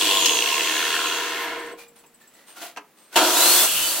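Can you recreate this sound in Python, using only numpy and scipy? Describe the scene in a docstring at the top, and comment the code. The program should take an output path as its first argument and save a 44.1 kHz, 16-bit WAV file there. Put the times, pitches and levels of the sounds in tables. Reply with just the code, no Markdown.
"""Table saw stopping and restarting

A table saw, switched off, coasts down: its loose gears rattle in the housing, the motor whine sinks.
A wooden jig knocks and slides on the table, and faint high chirps dot the lull.
Then the saw starts again with a jolt and a mains buzz, and gears, fan and air whir up to full speed."""
import sys
import numpy as np
from scipy import signal
from scipy.fft import rfft, irfft, next_fast_len
from scipy.io import wavfile
from scipy.ndimage import map_coordinates

SR = 44100
rng = np.random.default_rng(int(sys.argv[2]) if len(sys.argv) > 2 else 0)


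def transcribe(u):
    """Save the signal u as a 16-bit wav file named by the first command-line argument.

    u: samples, shape (n,) or (channels, n), limited to [-1, 1]; the rate is SR.
    q: integer samples, one column per channel.
    """
    v = np.clip(np.atleast_2d(u).T, -1, 1)
    q = np.round(v * 32767).astype(np.int16)
    wavfile.write(sys.argv[1], SR, q)


N = 176400
TIME = np.arange(N) / SR
COAST_HZ, STOP_S = 487.3, 1.88  # rotor speed at switch-off; moment of standstill
START_S, MAINS_PULSE_HZ = 3.157, 120
SINCE_START = np.maximum(TIME - START_S, 0)

# Faders of the coast-down, ahead of each layer's trim: time_s, housing_db, grind_db, rattle_db, hiss_db
COAST_FADERS = [(0, -30.5, -35.5, -25, -30), (.3, -28.5, -39, -26, -31.5), (.58, -30.5, -36, -26.5, -34),
                (.8, -33.5, -38, -26.5, -34.5), (1.08, -32, -34, -27, -36.5),
                (1.43, -34.5, -31.5, -35, -43), (1.54, -31.5, -34.5, -38, -49.5),
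                (1.71, -37, -42.5, -50.5, -57), (1.745, -33, -50, -51, -65.5)]
# Modes of the blade and its shaft: pitch_hz, width_hz, level_db
BLADE_MODES = [(2460, 180, -4.5), (2727, 130, 2.5), (2954, 120, -0.5), (3275, 108, 4), (3650, 620, -7),
               (4310, 550, -8.5)]
# Faders of the run-up, ahead of each layer's trim: time_s, housing_db, gears_db, air_db
RUN_FADERS = [(3.157, -12, -8, -12), (3.172, -14, -9, -13.5), (3.205, -16.5, -16.5, -19),
              (3.255, -17, -21, -19.5), (3.32, -24, -27.5, -21), (3.44, -23, -31, -16.5),
              (3.6, -31.5, -25, -18), (3.652, -27, -34, -19.5), (3.68, -54, -19.5, -25),
              (3.87, -39, -25.5, -25), (4, -33, -34, -28.5)]


def amp(db):
    """Decibels to gain."""
    return 10 ** (np.asarray(db) / 20)


def unit(x):
    """x scaled to rms 1."""
    return x / np.sqrt(np.mean(x ** 2) + 1e-20)


def along(points, hz):
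    """Read (frequency_hz, value) points on a log frequency axis."""
    knots_hz, values = np.transpose(points)
    return np.interp(np.log(hz + 1), np.log(knots_hz + 1), values)


def curves(rows):
    """One automation curve for each column after the time."""
    times, *columns = np.transpose(rows)
    return [np.interp(TIME, times, column) for column in columns]


def wobble(knots_per_s):
    """A smooth random curve."""
    return map_coordinates(rng.standard_normal(int(N * knots_per_s / SR) + 4), [TIME * knots_per_s])


def noise():
    """Mid and side white noise."""
    return rng.standard_normal((2, N))


def filtered(x, response):
    """x through a response given as a function of frequency."""
    size = next_fast_len(N + SR // 2)
    return irfft(rfft(x, size) * response(np.fft.rfftfreq(size, 1 / SR)), size)[..., :N]


def coloured(x, eq):
    """x through a (frequency_hz, gain_db) curve that keeps the power of white noise."""
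    return filtered(x, lambda hz: unit(amp(along(eq, hz))))


def ringing(x, modes):
    """x through resonances with steep outer skirts, keeping the power of white noise."""
    def response(hz):
        gain = sum((-1) ** k * amp(db) * 1j * hz * width / (pitch ** 2 - hz ** 2 + 1j * hz * width)
                   for k, (pitch, width, db) in enumerate(modes))
        low, high = 1j * hz / (0.5 * modes[0][0]), 1j * hz / (1.74 * modes[-1][0])
        gain = gain * low ** 2 / (1 + low + low ** 2) / (1 + high + high ** 2)
        return gain / np.sqrt(np.mean(abs(gain) ** 2))
    return filtered(x, response)


def struck(start_s, t60_s):
    """An envelope that jumps up and dies away."""
    age = TIME - start_s
    return (age >= 0) * amp(-60 * np.maximum(age, 0) / t60_s)


def swell(peak_s, rise_s, fall_s):
    """A bell-shaped rise to 1 and fall."""
    return np.exp(-((TIME - peak_s) / np.where(TIME < peak_s, rise_s, fall_s)) ** 2)


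def tones(hz, partials, flutter_db=1.5):
    """Mid and side partials (multiple, level_db) of a pitch, each fluttering by itself."""
    phase = 2 * np.pi * np.cumsum(np.broadcast_to(hz, N)) / SR
    knots = np.arange(0, N / SR, 1 / 20)
    total = 0
    for multiple, db in partials:
        level = np.interp(TIME, knots, amp(db + flutter_db * rng.standard_normal(len(knots))))
        total += level * np.sqrt(2) * np.sin(multiple * phase + rng.uniform(0, 2 * np.pi, (2, 1)))
    return total


def whirring(hz, spread_hz):
    """A band of noise reaching spread_hz to either side of a pitch, which may move."""
    flutter = filtered(noise(), lambda f: 1 / (1 + (f / spread_hz) ** 3))
    return unit(flutter * np.cos(2 * np.pi * np.cumsum(np.broadcast_to(hz, N)) / SR))


def backlash(per_s, scatter, life_s, spread_db=0.5):
    """Envelope of loose gear teeth knocking at a slightly uneven rate."""
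    gaps, strengths = rng.standard_normal((1500, 2)).T
    count = np.cumsum(np.broadcast_to(per_s, N)) / SR
    at = np.searchsorted(count, np.cumsum(np.exp(scatter * gaps)))
    blows = np.bincount(at[at < N], amp(spread_db * strengths[at < N]), N)
    return unit(signal.lfilter([1], [1, -np.exp(-1 / (life_s * SR))], blows))


def coasting_gears(speed):
    """Loose gears chatter through housing, gearbox and blade, softening as speed falls from 1 to 0."""
    # Modes of the housing and of the gearbox: pitch_hz, width_hz, level_db
    housing_modes = [(309, 24.6, -3.5), (405, 34, -3), (489.2, 23, -4.5), (666.5, 25, -3.5),
                     (712.6, 17, -3), (809, 21.4, -7.5), (948.8, 33.3, 2.5), (1064, 27.2, 5)]
    gearbox_modes = [(1332, 140, -2.5), (1476, 66, 2), (1664, 38, 4), (1802, 47, 3.5), (2152, 204, -3)]
    chatter = [(.2, 97), (.29, 84), (.34, 62), (.43, 61), (.5, 73), (.8, 78)]  # pace of the loose teeth: time_s, knocks_per_s
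    hiss_eq = [(100, -28), (300, -3.5), (1000, -9.5), (4000, 4), (5200, -1), (6700, -1), (10000, -7),
               (15500, -9.5)]  # colour of the hiss: frequency_hz, gain_db
    housing_db, grind_db, rattle_db, hiss_db = curves(COAST_FADERS)
    knocks = backlash(curves(chatter)[0], scatter=0.1, life_s=0.0028)
    looseness = np.clip(0.25 + 0.8 * speed, 0, 1)

    def chopped(depth):
        """Noise with part of its power pulsed by the knocks."""
        share = depth * looseness
        return noise() * np.sqrt(1 - share + share * knocks ** 2)

    housing = amp(housing_db) * unit(ringing(chopped(0.36), housing_modes))
    muffled = filtered(housing, lambda hz: 1 / (1 + (hz / 752) ** 6))
    hardness = np.clip(speed / 0.19, 0, 1)  # the last slow knocks lose their top
    housing = hardness * housing + (1 - hardness) * muffled
    grind = amp(grind_db) * unit(ringing(chopped(0.29), gearbox_modes))
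    rattle = amp(rattle_db - 2.5) * unit(ringing(chopped(0.89), BLADE_MODES))
    sinking_band = whirring(7.6 * COAST_HZ * speed, spread_hz=490) * knocks
    whir = amp(rattle_db - 11) * ringing(sinking_band, gearbox_modes + BLADE_MODES) * np.sqrt(speed)
    hiss = amp(hiss_db + 4.5) * unit(coloured(chopped(0.26), hiss_eq))
    return housing + grind + rattle + whir + hiss


def coasting_whine(speed):
    """The motor's comb of partials sinks with the slowing rotor."""
    strong_partials = [(16, 7), (17, 6), (18, 4.5), (21, 3), (23, 3), (26, 4), (29, 0), (39, 6), (45, 5),
                       (55, 3.5)]  # peaks of the whine: rotor_multiple, relative_db
    whine_eq = [(1500, -26), (4000, -6), (6050, -2), (6650, 9), (7200, -4), (8300, -1), (9500, -8),
                (15000, -13)]  # colour of the whine: frequency_hz, gain_db
    *_, hiss_db = curves(COAST_FADERS)
    weak_db = -7
    partials = [(k, dict(strong_partials).get(k, weak_db)) for k in range(9, 56)]
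    comb = tones(COAST_HZ * speed * (1 + 0.00097 * wobble(250)), partials)
    return amp(hiss_db - 4.5) * speed ** 0.16 * coloured(unit(comb), whine_eq)


def housing_ring(pitch_hz=470, fade_from_s=1.7, fade_db_per_s=72):
    """The housing's longest ring, which outlasts the rattle."""
    return tones(pitch_hz, [(1, -43.5)]) * amp(-fade_db_per_s * np.maximum(TIME - fade_from_s, 0))


def room_tone():
    """Quiet room noise and a weak rumble that comes and goes."""
    floor_eq = [(70, -25), (220, 0), (420, -3), (900, -7.5), (2000, -10), (5500, -19)]  # colour of the room noise: frequency_hz, gain_db
    rumble_fader = [(.4, -59), (.6, -88), (1.42, -86), (1.5, -59), (1.85, -71.5), (3.1, -95), (3.2, -83),
                    (3.8, -49.5), (4, -64)]  # swells of the bass: time_s, level_db
    rumble_eq = [(25, -7), (60, -18), (150, -7.5), (300, -11), (1000, -73)]  # frequency_hz, gain_db
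    rumble_db, = curves(rumble_fader)
    return amp(-59.5) * coloured(noise(), floor_eq) + amp(rumble_db) * coloured(noise(), rumble_eq)


def jig_knocks():
    """Each contact is a brief crack and a ring of wood and table."""
    knocks = [(0.2583, -29.5, -13.5), (1.475, -34, -44), (2.038, -50.5, -61), (2.762, -35, -49),
              (2.772, -32.5, -40)]  # wood hitting the table: start_s, body_db, crack_db
    wood_modes = [(300, 8.3, 0), (400, 31, -1.5), (422, 33, 0.5), (675, 66, -6), (940, 89, -0.5),
                  (1280, 100, -5.5), (1653, 140, -6.5), (2650, 380, -10.5)]  # modes of jig and table: pitch_hz, width_hz, level_db
    crack_eq = [(200, -24.5), (1500, -9), (3500, -2), (6000, 1), (8000, -7.5), (15000, -17.5)]  # colour of the crack: frequency_hz, gain_db
    body = sum(amp(db) * struck(start_s, t60_s=0.095) for start_s, db, _ in knocks)
    crack = sum(amp(db) * struck(start_s, t60_s=0.062) for start_s, _, db in knocks)
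    return ringing(body * noise(), wood_modes) + crack * coloured(noise(), crack_eq)


def jig_slides():
    """Grainy friction of the wooden jig, swelling and fading with each push, with a hoarse squeak; the last
    scrape is the saw's switch being flicked."""
    # Pushes across the table, the last row being the scrape of the saw's switch: peak_s, nominal_rise_s,
    # nominal_fall_s, level_db, squeak_hz
    slides = [(1.44, 0.088, .035, -42.5, 13140), (1.794, .02, 0.072, -46, 2390),
              (1.964, 0.0086, 0.084, -56.5, 9100), (2.219, 0.026, 0.081, -58.5, 1775),
              (2.39, 0.076, 0.1, -56, 1940), (2.49, 0.022, 0.068, -49.5, 8700),
              (2.58, 0.028, 0.076, -43.5, 1440), (2.635, 0.03, 0.084, -39, 693),
              (2.989, 0.027, 0.21, -59, 8400), (3.155, 0.031, .02, -37, 1500)]
    friction_eq = [(100, -35.5), (200, -22.5), (340, -2), (460, -9), (700, -4), (1100, -5.5), (4200, -9.5),
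                   (5000, -12), (15500, -17)]  # colour of the rubbing: frequency_hz, gain_db
    pushes = [(amp(db) * swell(peak_s, 0.8 * rise, 0.78 * fall), hz)
              for peak_s, rise, fall, db, hz in slides]
    grain = unit(noise() * amp(2 * wobble(700)))
    friction = sum(force for force, _ in pushes) * coloured(grain, friction_eq)
    squeaks = sum(force * whirring(hz, spread_hz=0.0325 * hz) for force, hz in pushes)
    return friction + amp(-5) * squeaks


def faint_chirps():
    """High, raspy chirps that sag in pitch while the saw is still or nearly so."""
    chirps = [(1.5888, -37, 8560), (1.6593, -40, 8510), (1.7155, -42, 8150), (1.8781, -46, 7740),
              (1.9844, -48, 7900), (2.0592, -47, 7720), (2.138, -47, 8120), (2.2099, -49, 7640),
              (2.2722, -46, 7750), (2.3351, -46, 7930)]  # chirps in the lull: start_s, relative_db, pitch_hz
    rise_s, t60_s, sag_hz_per_s = 0.004, 0.11, 5000
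    total = 0
    for start_s, db, hz in chirps:
        age = np.clip(TIME - start_s, 0, t60_s)
        pitch = hz - sag_hz_per_s * age
        ring = whirring(pitch, spread_hz=250) + amp(-7) * whirring(2 * pitch, spread_hz=500)
        rasp = amp(-4) * noise()
        envelope = struck(start_s, t60_s) * (1 - np.exp(-age / rise_s))
        total += amp(db - 6.5) * envelope * (ring + rasp)
    return total


def start_jolt(pitch_hz=926.35):
    """The kick of the starting motor, one short ringing note."""
    return tones(pitch_hz, [(1, -12.5)]) * struck(START_S, t60_s=0.21)


def mains_buzz(fade_db_per_s=21, end_s=3.68):
    """The inrush of current buzzes on harmonics of the mains pulse and dies away."""
    partials = [(3, -32.5), (6, -28), (8, -32)]  # harmonics of the buzz: pulse_multiple, level_db
    release = np.clip((end_s - TIME) / 0.035, 0, 1)
    return tones(MAINS_PULSE_HZ, partials) * amp(-fade_db_per_s * SINCE_START) * release


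def driven_gears(inrush):
    """Knocking teeth and the pulsing inrush of current shake the housing and the blade."""
    loaded_modes = [(287, 70, -3), (342, 72, 2.5), (464, 160, -4.5), (648, 79, 4.5), (737, 54, 1.5),
                    (948, 87, 4), (1060, 110, -0.5), (1340, 110, -0.5), (1705, 69, -7)]  # the housing under load: pitch_hz, width_hz, level_db
    housing_db, gears_db, _ = curves(RUN_FADERS)
    knocks = np.sqrt(1 + 0.28 * backlash(per_s=170, scatter=0.36, life_s=0.0034) ** 2)
    housing = amp(housing_db - 4.5) * ringing(noise() * inrush * knocks, loaded_modes)
    gears = amp(gears_db - 11.5) * ringing(noise() * inrush * knocks, BLADE_MODES)
    return housing + gears


def rushing_air(rotor_hz, inrush):
    """The rush of air brightens and the fan's hoarse whine rises with the rotor."""
    # The air's treble, its low end and its tilt while the rotor is slow: frequency_hz, gain_db
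    treble_eq = [(2000, -9), (2900, -3.5), (4200, -2), (5200, -4), (7500, -2.5), (11600, -3.5),
                 (15500, -4.5)]
    low_eq = [(130, -24), (300, -6), (1500, 2), (2300, -4.5)]
    slow_eq = [(300, -1), (4000, 0), (15500, -12)]
    *_, air_db = curves(RUN_FADERS)
    rush = coloured(coloured(noise(), treble_eq), low_eq)
    dull_rush = filtered(rush, lambda hz: amp(along(slow_eq, hz)))
    brightness = (rotor_hz / rotor_hz.max()) ** 3
    air = amp(air_db + 1.5) * (brightness * rush + (1 - brightness) * dull_rush) * inrush
    fan = amp(air_db - 12.5) * whirring(17 * rotor_hz, spread_hz=710)
    return air + fan


def rising_whine(rotor_hz):
    """The motor whines upward; the gear mesh, then the blade, sing briefly on the way to full speed."""
    partials = [(6, -8), (9, -1.5), (22, -9)]  # the motor's whine: rotor_multiple, relative_db
    blade_notes = [(3.595, .045, 7, -30), (3.775, .025, 6, -31.5), (3.785, .03, 5.55, -36),
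                   (3.845, .04, 6, -31.5), (3.89, .035, 9, -34)]  # the singing blade: peak_s, half_length_s, rotor_multiple, level_db
    mesh_multiple = 9
    unsteady_hz = rotor_hz * (1 + 0.0019 * wobble(200))
    motor = amp(-39.5) * tones(unsteady_hz, partials) * (rotor_hz / rotor_hz.max()) ** 2
    mesh = tones(unsteady_hz, [(mesh_multiple, 0)]) + whirring(mesh_multiple * rotor_hz, spread_hz=130)
    mesh *= amp(-29) * swell(peak_s=3.47, rise_s=0.14, fall_s=0.14)  # passing a resonance
    blade = sum(tones(unsteady_hz, [(multiple, db)]) * swell(peak_s, half_s, half_s)
                for peak_s, half_s, multiple, db in blade_notes)
    return motor + mesh + blade


def room_reverb(x):
    """The near walls answer; the treble dies first."""
    decay = [(200, 0.33), (2000, 0.23), (12000, 0.11)]  # the room's decay times: frequency_hz, t60_s
    hz, age, spectrum = signal.stft(rng.standard_normal((2, SR // 2)), SR, nperseg=256)
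    _, tail = signal.istft(spectrum * amp(-60 * age / along(decay, hz)[:, None]), SR, nperseg=256)
    return signal.fftconvolve(x, tail / np.linalg.norm(tail[0]), axes=1)[:, :N]


def scene():
    """Coast-down, lull and restart in one room, narrow in the low mids and wide in the treble."""
    run_up = [(3.157, 60), (3.25, 289), (3.365, 421), (3.46, 457), (3.53, 485), (3.64, 499), (3.75, 503)]  # the rotor gathering speed: time_s, speed_hz
    stereo_width = [(60, -3), (130, -3.5), (300, -17), (600, -15.5), (1290, -12), (2400, -8.5), (4400, -4),
                    (8000, 0.5)]  # spread of the image: frequency_hz, side_gain_db
    speed = np.clip(1 - TIME / STOP_S, 0, 1) ** 1.24
    stop_fade = amp(-330 * np.maximum(TIME - 1.73, 0))  # 330 dB a second, just before standstill
    coasting = (coasting_gears(speed) + coasting_whine(speed)) * stop_fade + housing_ring()

    rotor_hz, = curves(run_up)
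    inrush = 1 + 0.18 * np.exp(-SINCE_START / 0.1) * np.cos(2 * np.pi * MAINS_PULSE_HZ * SINCE_START)
    switch_on = 1 - np.exp(-SINCE_START / 0.0028)
    running = driven_gears(inrush) + rushing_air(rotor_hz, inrush) + rising_whine(rotor_hz)
    restart = (start_jolt() + mains_buzz() + running) * switch_on

    direct = coasting + jig_knocks() + jig_slides() + faint_chirps() + restart
    mid, side = direct + amp(-10.5) * room_reverb(direct) + room_tone()
    side = filtered(side, lambda hz: amp(along(stereo_width, hz)))
    return np.array([mid + side, mid - side])


def record(dry):
    """A brick-wall low-pass takes off the very top."""
    return filtered(dry, lambda hz: hz < 15850)


dry = scene()
out = record(dry)
transcribe(out)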